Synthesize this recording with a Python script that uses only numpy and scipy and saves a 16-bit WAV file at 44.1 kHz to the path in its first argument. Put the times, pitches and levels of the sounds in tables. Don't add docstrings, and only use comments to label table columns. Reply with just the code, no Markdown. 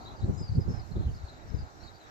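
import sys
import numpy as np
from scipy import signal
from scipy.fft import rfft, irfft
from scipy.io import wavfile
from scipy.ndimage import uniform_filter1d, map_coordinates

SR = 44100
rng = np.random.default_rng(int(sys.argv[2]) if len(sys.argv) > 2 else 0)


def master(y):
    cut = np.clip(np.atleast_2d(y).T, -1, 1)
    pcm = np.round(cut * 32767)
    wavfile.write(sys.argv[1], SR, pcm.astype(np.int16))


def rack_gain(trim_db):
    fader = np.asarray(trim_db, float)
    return 10 ** (fader / 20)


N = 92610


def unit(x):
    return x / np.sqrt(np.mean(x ** 2) + 1e-20)


def along(points, hz):
    f, v = np.transpose(points)
    return np.interp(np.log(hz + 1), np.log(f + 1), v)


def curves(rows):
    s, *columns = np.transpose(rows)
    t = np.arange(N) / SR
    return np.array([np.interp(t, s, column) for column in columns])


def wobble(rate):
    return map_coordinates(rng.standard_normal(900), [np.arange(N) * rate / SR])


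def blurred(field, bins, frames):
    return uniform_filter1d(uniform_filter1d(field, bins, axis=-2), frames, axis=-1)


def rush(spectrum, alike, patchy_db):
    z = signal.stft(rng.standard_normal((2, N)), nperseg=512)[2]
    patches = unit(blurred(rng.standard_normal(z.shape[1:]), 6, 12))
    pair = signal.istft(z * rack_gain(patchy_db * patches), nperseg=512)[1][:, :N]
    hz = np.fft.rfftfreq(N, 1 / SR)
    inside = (hz > spectrum[0][0] / 2) & (hz < spectrum[-1][0] * 1.02)
    turn = np.arccos(np.clip(along(alike, hz), -1, 1)) / 2
    shape = rack_gain(along(spectrum, hz)) * inside
    mid, side = irfft(rfft(pair) * shape * [np.cos(turn), np.sin(turn)], N)
    return unit(np.array([mid + side, mid - side]))


# start_s, surf_db, rustle_db
SWELLS = [(0, -48.5, -62.5), (.1, -48, -60), (.2, -51.5, -61), (.35, -51, -61.5), (.5, -55.5, -58),
          (.63, -54.5, -62), (.78, -52.5, -56.5), (.9, -56.5, -62), (1.0, -50.5, -60.5), (1.1, -54.5, -61),
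          (1.2, -53, -59), (1.3, -52, -59.5), (1.45, -55.5, -61.5), (1.62, -52.5, -58.5), (1.74, -55, -64),
          (1.83, -53.5, -58.5), (1.95, -56.5, -63.5), (2.1, -54, -56)]
# freq_hz, density_db (per Hz)
SURF_COLOUR = [(120, -14), (300, 0), (520, -7.5), (780, -1.5), (1000, -7.5), (1400, -8.5)]
LEAF_COLOUR = [(700, -20.5), (1150, -3.5), (1550, 1), (1900, -5), (3100, -16), (4000, -27.5), (6000, -32)]
AIR_COLOUR = [(2500, -7.5), (4000, -6), (6000, 5), (7700, 2)]
# freq_hz, correlation (-1 to 1)
PORT_LIKENESS = [(200, .1), (600, .55), (900, 0), (1150, -.65), (1700, -.5), (2300, .1), (4000, .05)]


def fronds():
    surf_db, rustle_db = curves(SWELLS)
    surf = rack_gain(surf_db + .6 * wobble(12)) * rush(SURF_COLOUR, PORT_LIKENESS, patchy_db=1.2)
    rustle = rack_gain(rustle_db + .6 * wobble(12)) * rush(LEAF_COLOUR, PORT_LIKENESS, patchy_db=1.2)
    air = rack_gain(-65.5) * rush(AIR_COLOUR, PORT_LIKENESS, patchy_db=1.9)
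    return surf + rustle + air


# start_s, length_s, first_pitch_hz, level_db
HELD_NOTES = [(0, 0.072, 4400, -66), (.05, 0.024, 3716, -54), (.06, 0.028, 3970, -53),
              (.105, 0.024, 4000, -57), (.375, .03, 6900, -60), (.4, 0.026, 7550, -63),
              (.388, .026, 5500, -52), (.703, 0.065, 5130, -62), (.71, 0.019, 4400, -60.5),
              (.79, 0.07, 4370, -63.5), (.91, 0.032, 4130, -62.5), (.958, 0.021, 4060, -57),
              (.988, 0.029, 4180, -58.5), (1.02, 0.065, 4080, -65), (1.07, 0.031, 3070, -60.5),
              (1.16, 0.021, 5000, -61), (1.238, 0.059, 4275, -62), (1.32, 0.053, 3850, -73),
              (1.4, 0.039, 3840, -66), (1.45, 0.14, 5840, -67), (1.57, 0.068, 4834, -61.5),
              (1.755, 0.09, 5640, -67), (1.93, 0.065, 4580, -67), (1.65, .07, 4950, -75)]
FAR_CHATTER = [(0, 0.11, 4240, -63), (.075, 0.079, 3745, -60), (.16, 0.058, 4910, -64),
               (.2, 0.064, 4030, -62), (.335, 0.09, 7200, -59), (.51, 0.066, 4730, -62),
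               (.68, 0.099, 5510, -60), (.95, 0.12, 3700, -65), (1.12, 0.042, 5220, -66.5),
               (1.14, 0.071, 4370, -63), (1.26, 0.13, 3995, -62), (1.4, 0.052, 4170, -72),
               (1.5, 0.07, 3950, -72), (1.58, 0.074, 4600, -68), (1.92, 0.089, 4090, -70),
               (2.045, 0.047, 3855, -64.5)]
FALLING_NOTES = [(.372, 0.087, 5195, -56), (.455, 0.055, 4840, -52.5), (.6, 0.054, 5070, -60.5),
                 (.69, .03, 5850, -60.5), (.76, .06, 5200, -65.5), (1.105, 0.05, 4550, -69),
                 (1.275, 0.042, 4180, -55), (1.17, 0.086, 4150, -71), (1.483, .027, 5230, -64),
                 (1.54, 0.028, 5070, -61.5), (1.797, .12, 4320, -60), (1.825, 0.066, 4510, -56.5),
                 (1.995, 0.072, 4120, -63.5)]
# freq_hz, density_db (per Hz)
FLOCK_COLOUR = [(3200, -17.5), (3700, 0.5), (4200, 3.5), (5000, -6), (5800, -17), (6500, -17.5)]


def whistle(pitch_hz, rough_hz):
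    return np.sin(2 * np.pi * np.cumsum(pitch_hz + rough_hz) / SR)


def birds():
    t, song = np.arange(N) / SR, np.zeros(N)
    warble_hz = 25 * wobble(60) + 85 * wobble(300)
    halo_hz = 300 * wobble(400)
    flutter = rack_gain(2.8 * wobble(90))
    attack_s = .008
    # notes, sag in Hz per s, level of the line dB, level of the halo dB
    voices = ((FALLING_NOTES, 4200, 0, -7), (HELD_NOTES, 600, 0, -7), (FAR_CHATTER, 600, -20, 0))
    for rows, sag, line_db, halo_db in voices:
        shifts = rng.integers(N, size=len(rows))
        for (s, length, first_hz, db), shift in zip(rows, shifts):
            u = np.clip((t - s) / length, 0, 1)
            pitch_hz = first_hz - sag * length * u ** .85
            line = rack_gain(line_db) * whistle(pitch_hz, np.roll(warble_hz, shift))
            halo = rack_gain(halo_db) * whistle(pitch_hz, np.roll(halo_hz, shift))
            shape = np.clip(np.minimum(u, (1 - u) / 2) * length / attack_s, 0, 1)
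            song += rack_gain(db) * shape * np.roll(flutter, shift) * (line + halo)
    echo_t60_s = .11
    tail = rng.standard_normal((2, SR // 2)) * rack_gain(-60 * t[:SR // 2] / echo_t60_s)
    echo = signal.fftconvolve(song[None], tail / np.linalg.norm(tail[0]), axes=1)[:, :N]
    flock = rack_gain(-69.5) * rush(FLOCK_COLOUR, [(4000, .05)], patchy_db=2)
    direct = np.array([song, np.roll(song, shift=9)])
    return direct + rack_gain(-2) * echo + flock


def eddies(rows, spray):
    t, thumps, cloud = np.arange(N) / SR, np.zeros(N), np.zeros(N)
    turns, puff_s = 0.6, 0.016
    phases = rng.uniform(0, 2 * np.pi, (len(rows), 1))
    for (s, db, hz, spray_db), phase in zip(rows, phases):
        u = t - s
        swell = np.exp(-(u * hz / turns) ** 2)
        thumps += rack_gain(db - 2.77) * swell * np.sin(2 * np.pi * hz * u + phase)
        cloud += rack_gain(spray_db + 4) * np.exp(-(u / puff_s) ** 2)
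    return thumps + cloud * spray


# start_s, left_db, right_db
GUSTS = [(0, -47.5, -51), (.15, -46, -48), (.22, -32, -34), (.3, -30, -47.5), (.45, -35, -45),
         (.55, -37, -31.5), (.63, -48, -34), (.75, -52, -42.5), (.88, -36, -38.5), (1.03, -35.5, -26),
         (1.2, -44.5, -46.5), (1.3, -51, -55), (1.36, -47, -45), (1.5, -40, -53), (1.6, -40.5, -46),
         (1.72, -63, -47.5), (1.87, -65, -48), (2.1, -76, -53)]
# freq_hz, density_db (per Hz)
RUMBLE_COLOUR = [(22, -13), (40, -3), (65, 0), (105, -3), (170, -12), (400, -30), (800, -48)]
SPRAY_COLOUR = [(90, -39.5), (150, 5), (250, -6), (400, -10.5), (700, -30.5)]
# start_s, level_db, pitch_hz, spray_db
LEFT_EDDIES = [(0.121, -36, 70, -59), (0.297, -13, 76, -30.5), (0.322, -33, 105, -39.5),
               (0.344, -31.5, 96, -53.5), (0.384, -24, 88, -40.5), (0.414, -22, 87, -43),
               (0.5, -18, 92, -62), (0.523, -16, 94, -49.5), (0.553, -22, 132, -44), (0.624, -34, 68, -54),
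               (0.661, -24, 71, -44), (0.697, -19.5, 80, -33), (0.722, -36, 57, -40.5),
               (0.747, -45, 104, -62), (0.794, -30, 87, -50), (1.002, -21, 89, -36.5),
               (1.094, -25, 62, -66), (1.142, -29.5, 71, -64), (1.219, -35, 70, -73), (1.244, -24, 67, -78),
               (1.479, -48, 98, -56), (1.517, -27.5, 47, -50), (1.546, -16.5, 84, -39),
               (1.571, -26, 90, -48.5), (1.642, -34, 83, -60)]
RIGHT_EDDIES = [(0.272, -27, 140, -37), (0.3, -16.5, 108, -30), (0.414, -40, 86, -42),
                (0.442, -26.5, 84, -58), (0.5, -39, 98, -55), (0.535, -28, 87, -57), (0.555, -24, 121, -54),
                (0.617, -18, 77, -47), (0.685, -14, 92.6, -32), (0.707, -22, 112, -40),
                (0.744, -18, 96, -44.5), (0.779, -21, 86.4, -50), (0.83, -33, 65, -52),
                (0.89, -31.5, 97, -53), (0.919, -22.5, 122, -45), (1.004, -15, 78.5, -43.5),
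                (1.103, -31, 85, -52.5), (1.137, -23, 80, -63), (1.162, -33, 59.4, -53),
                (1.243, -29, 73, -61), (1.571, -31, 100, -54), (1.592, -26, 75.5, -55),
                (1.632, -25, 64.4, -53), (1.84, -33, 85, -53.5), (1.863, -35.5, 80, -53.5)]
SHARED_EDDIES = [
    (0.22, -21.5, 72.0, -60),
    (0.246, -13.5, 88.4, -39.5),
    (0.585, -11, 105.7, -30.5),
    (0.97, -16.5, 87, -38),
    (1.07, -18.5, 69.4, -50),
]


def buffet():
    apart = [(30, .05)]
    lumps = rack_gain(2.5 * np.array([wobble(30), wobble(30)]))
    rumble = unit(lumps * rush(RUMBLE_COLOUR, apart, patchy_db=.5))
    bed = rack_gain(curves(GUSTS)) * rumble
    spray = unit(rack_gain(2 * wobble(60)) * rush(SPRAY_COLOUR, apart, patchy_db=.5))
    shared = eddies(SHARED_EDDIES, spray)
    return bed + shared + [eddies(LEFT_EDDIES, spray[0]), eddies(RIGHT_EDDIES, spray[1])]


def scene():
    return buffet() + fronds() + birds()


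# start_s, length_s, depth_db
BASS_DROPOUTS = [
    (0.156, 0.065, -29),
    (0.824, 0.11, -30),
    (1.373, 0.081, -35),
    (1.655, 0.075, -33),
    (1.798, 0.062, -7),
    (1.915, 0.16, -16),
]


def left_filter(hz, t):
    shut_db = sum(db * ((t > s) & (t < s + length)) for s, length, db in BASS_DROPOUTS)
    bass_db = np.outer(hz < 270, shut_db)
    return rack_gain(bass_db - 60 * np.clip((hz[:, None] - 7900) / 250, 0, 1))


# start_s, limit_hz
RIGHT_LIMIT = [(0, 7300), (.12, 6850), (.2, 6300), (.3, 6100), (.33, 7500), (.4, 8000), (.5, 7300),
               (.6, 6700), (.7, 7900), (.82, 6800), (.95, 5600), (1.15, 5630), (1.22, 6250), (1.4, 6000),
               (1.45, 7900), (1.54, 7440), (1.6, 6300), (2.1, 6200)]


def right_filter(hz, t):
    ragged_hz = 120 * np.repeat(rng.standard_normal(len(t)), repeats=8)[:len(t)]
    limit_hz = np.interp(t, *np.transpose(RIGHT_LIMIT)) + ragged_hz
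    limit_db = -60 * np.clip((hz[:, None] - limit_hz) / 150, 0, 1)
    dull_db = -5.5 * np.clip(hz[:, None] / 1000 - 5, 0, 3)
    return rack_gain(limit_db + dull_db)


# freq_hz, density_db (per Hz)
HISS_COLOUR = [(7800, 1), (10500, -4.5), (12000, -1), (14400, -4.5)]
# freq_hz, odds_sigma
GATE_ODDS = [(7900, -2), (9000, -2.6), (10300, -1.7), (11300, -.7), (14400, -.8)]
GATE_SWINGS = [
    .015,
    .61,
    .89,
    1.031,
    1.12,
]


def gated_hiss(hz, t):
    noise = rack_gain(-71) * rush(HISS_COLOUR, [(9000, 0.0052)], patchy_db=1.5)
    hiss = signal.stft(noise, nperseg=1024, noverlap=768)[2]
    small = unit(blurred(rng.standard_normal(hiss.shape), 4, 9))
    tall = unit(blurred(rng.standard_normal(hiss.shape), 45, 12))
    chance = .8 * small + .6 * tall
    swing_s = 0.048
    wide = 1.8 * sum(np.exp(-((t - s) / swing_s) ** 2) for s in GATE_SWINGS)
    right_bias = [[[0]], [[1.42]]]
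    gate = chance + np.outer(hz > 9000, wide) + along(GATE_ODDS, hz)[:, None] + right_bias > 0
    return hiss * gate * (hz > HISS_COLOUR[0][0])[:, None]


def shape_ports(dry):
    hz, t, z = signal.stft(dry, SR, nperseg=1024, noverlap=768)
    gains = np.array([left_filter(hz, t), right_filter(hz, t)])
    kept = z * gains + gated_hiss(hz, t)
    return signal.istft(kept, nperseg=1024, noverlap=768)[1][:, :N]


def top_cut(x):
    return signal.sosfilt(signal.butter(12, 14500, fs=SR, output="sos"), x)


def record(dry):
    return top_cut(shape_ports(dry))


dry = scene()
out = record(dry)
master(out)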